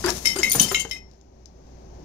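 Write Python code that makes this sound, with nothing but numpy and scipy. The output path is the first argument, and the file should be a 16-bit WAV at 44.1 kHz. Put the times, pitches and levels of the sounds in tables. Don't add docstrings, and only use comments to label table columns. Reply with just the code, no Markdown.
import sys
import numpy as np
from scipy import signal
from scipy.fft import rfft, irfft, next_fast_len
from scipy.io import wavfile
from scipy.ndimage import map_coordinates

SR = 44100
rng = np.random.default_rng(int(sys.argv[2]) if len(sys.argv) > 2 else 0)


def log_audio(samples):
    frames = np.atleast_2d(samples).T
    limited = np.clip(frames, -1, 1)
    pcm = np.round(limited * 32767).astype(np.int16)
    wavfile.write(sys.argv[1], SR, pcm)


def magnitude_from_level(level_db):
    exponent = np.asarray(level_db, float) / 20
    return 10 ** exponent


N = 90140
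T = np.arange(N) / SR

# [f/Hz, likeness/0..1]
NEAR_LIKENESS = [(200, 0.97), (1000, 0.48), (4000, 0.18)]


def unit(x):
    return x / np.sqrt(np.mean(x ** 2) + 1e-20)


def along(points, hz):
    f, v = np.transpose(points)
    return np.interp(np.log(hz + 1), np.log(f + 1), v)


def wobble(rate):
    return map_coordinates(rng.standard_normal(int(N * rate / SR) + 4), [T * rate])


def filtered(x, response):
    m = next_fast_len(N + 8192)
    return irfft(rfft(x, m) * response(np.fft.rfftfreq(m, 1 / SR)), m)[..., :N]


def shaped(x, spectrum):
    return filtered(x, lambda hz: magnitude_from_level(along(spectrum, hz)))


def pair(likeness):
    def mid_side(hz):
        turn = np.arccos(np.clip(along(likeness, hz), -1, 1)) / 2
        return np.array([np.cos(turn), np.sin(turn)])
    mid, side = filtered(rng.standard_normal((2, N)), mid_side)
    return np.array([mid + side, mid - side])


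def ports(x, balance, lag_s):
    def response(hz):
        right = magnitude_from_level(-along(balance, hz))
        delay = np.exp(-2j * np.pi * hz * lag_s)
        return 2 / (1 + right) * np.array([1 + 0 * right, right * delay])
    return filtered(x, response)


def burst(s, hold_s, t60, rise_s):
    t = np.maximum(T - s, 0)
    return (1 - np.exp(-t / rise_s)) * magnitude_from_level(-60 * np.maximum(t - hold_s, 0) / t60)


def room():
    # [f/Hz, level/dB]
    rumble_colour = [(20, -14.5), (45, -14), (70, -12), (260, -19), (800, -24.5), (1200, -36), (2000, -60),
                     (3300, -120)]
    hiss_colour = [(880, -30), (1500, -4), (1840, -5), (3480, -11.5), (6320, -3.5), (8320, -29),
                   (15600, -25.5)]
    # [f/Hz, level/dB]
    likeness = [(60, 0.97), (400, 0.98), (1000, 0.12), (8000, .2)]
    balance = [(60, -1.5), (130, 4), (290, 1), (640, 7), (1410, 4.5), (3100, 10.5), (6820, 26),
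               (15000, -5.5)]
    # [t/s, gain/dB]
    gain = [(0, 12.5), (.3, 7), (.65, 7), (1.3, -1.5), (1.75, 5), (2.04, 8)]
    rumble = unit(shaped(pair(likeness), rumble_colour)) * magnitude_from_level(-53 + wobble(10))
    hiss = unit(shaped(pair(likeness), hiss_colour)) * magnitude_from_level(-68.5 + 0.56 * wobble(18))
    hum = magnitude_from_level(-50 + 0.9 * wobble(30)) * np.sin(2 * np.pi * 59.9 * T + 0.29 * wobble(23))
    drone = magnitude_from_level(-62.5 + 2 * wobble(16)) * np.sin(2 * np.pi * 378 * T + 1.1 * wobble(25))
    heard = ports(rumble + hiss + hum + drone, balance, lag_s=.00048)
    return magnitude_from_level(np.interp(T, *np.transpose(gain))) * heard


def walls(x):
    # [f/Hz, t60/s]
    decay = [(200, 0.19), (2000, 0.26), (10000, 0.12)]
    hz, t, z = signal.stft(rng.standard_normal((2, SR // 3)), SR, nperseg=256)
    z = z * magnitude_from_level(-60 * t / along(decay, hz)[:, None])
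    tail = signal.istft(z, SR, nperseg=256)[1]
    late = np.pad(x, ((0, 0), (200, 0)))
    return signal.fftconvolve(late, tail / np.linalg.norm(tail[0]), axes=1)[:, :N]


def ticks():
    # [t/s, peak level/dB, treble level/dB]
    moments = [(0.061, -15.5, 0), (0.1038, -9, -8.5), (0.172, -26, -15), (.417, -24, -8), (.484, -25, -3),
               (.4975, -20, -2), (0.8975, -31, -4), (1.113, -44, -18), (1.135, -48.5, -20),
               (1.2123, -45.5, -20), (1.4574, -36, -19.5), (1.6682, -49.5, -24.5)]
    # [f/Hz, level/dB]
    body_colour = [(2500, -19.5), (3800, -2), (5600, 4), (7300, -3.5), (8500, -30), (15500, -61.5)]
    treble_colour = [(6000, -40), (8500, -3.5), (12000, 0), (15500, -10)]
    body = unit(shaped(rng.standard_normal(N), body_colour))
    treble = unit(shaped(rng.standard_normal(N), treble_colour))
    out = np.zeros(N)
    for s, db, treble_db in moments:
        click = burst(s, hold_s=0, t60=0.01, rise_s=0.00041)
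        out += magnitude_from_level(db - 2) * click * (body + magnitude_from_level(treble_db) * treble)
    return out * magnitude_from_level([[0], [-10]])


def drag():
    # [t/s, level/dB]
    strength = [(0, -40.5), (.1, -33.5), (.22, -38.5), (.35, -37), (.5, -35.5), (.63, -29.5), (.72, -36),
                (.82, -40.5), (.865, -50), (.98, -50.5), (1.05, -86.5)]
    # [f/Hz, level/dB]
    colour = [(80, -24), (170, -0.5), (400, -8), (1500, -18.5), (3700, -17.5), (6400, -8.5), (7750, -18.5),
              (12300, -16.5), (15700, -29)]
    press_db = np.interp(T, *np.transpose(strength))
    noise = unit(shaped(pair(NEAR_LIKENESS), colour))
    treble = filtered(noise, lambda hz: hz > 7800)
    noise = noise + treble * (magnitude_from_level(.6 * np.minimum(press_db + 38.5, 0)) - 1)
    lumps_db, grit_db = 1.8 * wobble(30), 1.5 * wobble(400)
    return magnitude_from_level(press_db + lumps_db + grit_db) * noise


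def box():
    # [t/s, level/dB, panel f/Hz, rubbing/s, rasp over panel/dB]
    thuds = [
        (0.0404, -21, 357.9, 0.051, -9),
        (0.088, -26, 180, 0.009, -10),
        (.113, -26, 366, 0.012, -35),
        (0.358, -22.5, 387, 0.0066, -9.5),
        (.386, -27, 347.6, 0.025, -8.5),
        (.548, -29, 298, 0.0061, 1),
        (0.58, -30, 218, 0.0031, -11.5),
        (0.606, -33, 190, 0.0089, -3),
        (.714, -21.5, 400.4, 0.0028, -6),
        (0.85, -30.5, 456.6, 0.0018, -10),
    ]
    # [f/Hz, level/dB]
    rasp_colour = [(100, -8), (400, -7.5), (1000, -7), (1700, -7.5), (2500, -14.5), (6000, -24),
                   (15000, -41)]
    rasp = magnitude_from_level(2.7 * wobble(150)) * unit(shaped(pair(NEAR_LIKENESS), rasp_colour))
    out = np.zeros((2, N))
    for s, db, hz, rub_s, rasp_db in thuds:
        push = burst(s, rub_s, t60=.06, rise_s=.001)
        snap = magnitude_from_level(6) * burst(s, hold_s=0, t60=.012, rise_s=0.00038)
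        waver = .7 * wobble(hz / 4)
        panel = magnitude_from_level(2 * wobble(90)) * np.sin(2 * np.pi * hz * (T - s) + waver)
        out += magnitude_from_level(db) * (push * panel + magnitude_from_level(rasp_db) * (push + snap) * rasp)
    return out


def taps(rows):
    out, t = np.zeros((2, N + SR)), np.arange(SR // 4) / SR
    for (s, db, hz, t60), turn in zip(rows, rng.random(len(rows))):
        shift = np.array([[0], [2 * np.pi * turn * min(hz / 8000, 1)]])
        rise = 1 - np.exp(-t * hz / 0.64)
        shape = magnitude_from_level(db - 60 * t / t60) * rise
        out[:, round(s * SR):][:, :len(t)] += shape * np.sin(2 * np.pi * hz * t + shift)
    return out[:, :N]


def cardboard_knocks():
    # [t/s, peak level/dB, f/Hz, t60/s]
    knocks = [(.0404, -17.5, 1550, 0.018), (.055, -23.5, 1500, 0.013), (.066, -21, 1400, 0.017),
              (.075, -27, 1500, .015), (.083, -16, 1670, 0.023), (.318, -30, 178, 0.096),
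              (.372, -27.5, 1460, 0.029), (.432, -31, 804, 0.018), (.548, -16, 850, .016),
              (.549, -23, 468, 0.094), (.556, -21.5, 126.5, .1), (.6055, -9.5, 216, .04),
              (.628, -25, 242, .05), (.65, -24.5, 188, .07), (.7155, -15.5, 746, .014),
              (.748, -30, 1360, 0.038), (.853, -31, 807, 0.027)]
    return taps(knocks)


def glass_pings():
    # [t/s, peak level/dB, f/Hz, t60/s]
    pings = [(.044, -24.5, 4720, .03), (.085, -24.5, 5450, 0.097), (.2605, -18, 5425, 0.029),
             (.272, -11, 5356, .04), (.277, -13.5, 5460, 0.035), (.312, -25.5, 5460, 0.093),
             (.388, -28, 7350, 0.037), (.388, -29, 6600, 0.05), (.431, -22, 6940, 0.031),
             (.5975, -9.5, 6130, 0.052), (.4973, -15, 9740, 0.024), (.498, -22, 9300, 0.077),
             (.4985, -27, 14600, 0.061), (.507, -22.5, 4600, 0.031), (.508, -19.5, 6330, 0.023),
             (.6145, -7, 9500, 0.038), (.626, -23.5, 7000, 0.065), (.63, -24, 13600, 0.04),
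             (.69, -32, 7135, 0.47), (.722, -31, 13700, 0.054), (.7457, -15, 3880, 0.014),
             (.783, -29, 7200, 0.042), (.9118, -29, 5353, 0.16), (.965, -41, 2515, 0.11),
             (.925, -42, 5405, 0.4), (1.4575, -47.5, 5270, 0.029), (1.4575, -45.5, 6070, 0.029)]
    return taps(pings)


def glass(main_hz, modes, hits):
    # [f/Hz, level/dB]
    crack_colour = [(1200, -19), (2600, -10), (4000, -5.5), (7000, -2.5), (9000, -21.5), (14500, -17.5),
                    (15700, -32.5)]
    rattle_rate = 170
    out, t = np.zeros((2, N + SR)), np.arange(SR // 5) / SR
    crowd = rng.random((20, 3))
    main_db, main_t60 = np.transpose(modes)
    hz = np.append(main_hz, 2300 + 13000 * crowd[:, 0] ** 1.4)[:, None]
    level = np.append(main_db, -14 - 12 * crowd[:, 1])[:, None]
    t60 = np.append(main_t60, 0.14 * (.5 + crowd[:, 2]))[:, None]
    noise = unit(shaped(rng.standard_normal((2, N)), crack_colour))
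    grit_db = 4.5 * wobble(250)
    at = np.minimum(t * rattle_rate, 62)
    knot, part = at.astype(int), at % 1
    for s, db, hard_db, free_s in hits:
        start = round(s * SR)
        knots = rng.standard_normal((len(hz), 64))
        chatter = knots[:, knot] * (1 - part) + knots[:, knot + 1] * part
        chatter_db = 6 * chatter * (hz / 8000) ** .25 * np.minimum(t * rattle_rate, 1)
        gain_db = level + hard_db * np.log2(hz / 4000) + 2 * rng.standard_normal(hz.shape)
        gain = magnitude_from_level(gain_db + chatter_db - 60 * t / t60)
        phase = 2 * np.pi * hz * t + .45 * chatter[::-1]
        turn = 2 * np.pi * rng.random(hz.shape)
        left = (gain * np.sin(phase)).sum(axis=0)
        right = (gain * np.sin(phase + turn)).sum(axis=0)
        damping = magnitude_from_level(-60 * np.maximum(t - free_s, 0) / 0.08)
        ring = np.array([left, right]) * damping * (1 - np.exp(-t * 5000))
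        crack = magnitude_from_level(-4 - 60 * t / 0.018)
        fizz = magnitude_from_level(-11.5 + hard_db + grit_db[start:][:len(t)] - 60 * t / .13)
        out[:, start:][:, :len(t)] += magnitude_from_level(db) * (ring + noise[:, start:][:, :len(t)] * (crack + fizz))
    return out[:, :N]


def lidded_jar():
    # [level/dB, t60/s]
    mode_hz = [4683, 4823, 6490, 8640]
    modes = [(-4, 0.04), (-3, 0.14), (-15.5, .05), (-4, 0.22)]
    # [t/s, level/dB, hardness/dB per octave, free ringing/s]
    hits = [
        (0.0463, -28.5, -13.5, 0.012),
        (0.0592, -28, -12.5, 0.045),
        (0.3617, -32.5, 3.5, 0.031),
        (0.3862, -28, -8.5, 0.032),
    ]
    return glass(mode_hz, modes, hits)


def tall_jar():
    # [level/dB, t60/s]
    mode_hz = [2138]
    modes = [(0, .22)]
    # [t/s, level/dB, hardness/dB per octave, free ringing/s]
    hits = [
        (.2558, -29.5, -10, 0.044),
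        (.4314, -22.5, -10.5, 0.054),
        (.7457, -26.5, -9.5, 0.095),
    ]
    return glass(mode_hz, modes, hits)


def slim_bottle():
    # [level/dB, t60/s]
    mode_hz = [6140, 6820, 9390, 9465, 13496, 13561, 14470]
    modes = [(-3.5, .08), (1.5, .05), (-4, .14), (1, .14), (-5, 0.16), (-9, .14), (-3, .25)]
    # [t/s, level/dB, hardness/dB per octave, free ringing/s]
    hits = [
        (.5165, -22, 0, .01),
        (.531, -31, 4, 0.019),
        (.554, -29, 2.6, .015),
        (0.62, -28.5, 3, .02),
        (.719, -36, 3.5, .012),
    ]
    return glass(mode_hz, modes, hits)


def small_jar():
    # [level/dB, t60/s]
    mode_hz = [2747, 3065, 3950, 6360, 7062, 7413, 9080, 9905, 12320]
    modes = [(-8.5, 0.2), (-1.5, 0.15), (0, 0.028), (0, 0.23), (2.5, 0.1), (-3.5, 0.096), (-6, 0.1),
             (-0.5, 0.086), (-13, 0.11)]
    # [t/s, level/dB, hardness/dB per octave, free ringing/s]
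    hits = [
        (0.388, -36.5, -1, 0.02),
        (0.4338, -29, -2.5, 0.075),
        (.707, -39, -0.5, 0.046),
        (0.7465, -24.5, -10.5, 0.043),
        (.781, -34, -9, 0.093),
        (0.796, -33.5, 2.5, 0.047),
    ]
    return glass(mode_hz, modes, hits)


def tall_bottle():
    # [level/dB, t60/s]
    mode_hz = [3048, 3110, 6125, 4400, 8975, 10300, 11200, 12150]
    modes = [(-12, 0.42), (-6.5, .15), (1, .05), (-7, .015), (-12, .07), (-8.5, .04), (0.5, .018),
             (-18, 0.0806)]
    # [t/s, level/dB, hardness/dB per octave, free ringing/s]
    hits = [
        (0.2558, -24, -10.5, 0.077),
        (.597, -14.5, 0.5, .006),
        (0.6148, -22, -3.5, .012),
        (.63, -19.5, -5.5, 0.053),
        (.795, -29.5, -4, .035),
        (0.9115, -32, -20.5, 0.0075),
    ]
    return glass(mode_hz, modes, hits)


def wide_jar():
    # [level/dB, t60/s]
    mode_hz = [2074, 2515, 3828, 4737, 5195, 5425, 5480, 10225, 11700]
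    modes = [(-3.5, 0.37), (-11.5, 0.12), (-11.5, 0.18), (-16.5, 0.067), (-3.5, 0.2), (-2, 0.2), (4, 0.028),
             (-1, 0.054), (-13, 0.25)]
    # [t/s, level/dB, hardness/dB per octave, free ringing/s]
    hits = [
        (.250, -32, -7.5, 0.044),
        (.2558, -22, 1.5, 0.012),
        (.272, -25, -2, 0.0046),
        (.290, -29, -4, 0.18),
        (.316, -40, -2, 0.068),
        (.4314, -24, -3, 0.076),
        (.685, -33.5, -2.5, 0.022),
        (.7457, -31, -4, 0.036),
        (.9118, -30.5, -5, 0.051),
        (.930, -41, -4.5, 0.093),
    ]
    return glass(mode_hz, modes, hits)


def scene():
    # [f/Hz, level/dB]
    balance = [(60, -1.5), (400, 6.5), (2200, 5), (3300, 14.5), (4800, 17.5), (7500, 32), (9500, 11.5),
               (15000, -2.5)]
    jars = wide_jar() + small_jar() + tall_jar() + lidded_jar()
    bottles = tall_bottle() + slim_bottle()
    near = jars + bottles + glass_pings() + cardboard_knocks() + box() + ticks()
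    near = near + magnitude_from_level(-10.5) * walls(near) + drag()
    return ports(near, balance, lag_s=.00012) + room()


def band_limit(x):
    return signal.sosfilt(signal.butter(12, 15710, fs=SR, output="sos"), x)


def record(dry):
    ceiling = 1.1
    dry = filtered(dry, lambda hz: hz < 15750)
    mix = dry / (1 + np.abs(dry / ceiling) ** 6) ** (1 / 6)
    return band_limit(mix)


dry = scene()
out = record(dry)
log_audio(out)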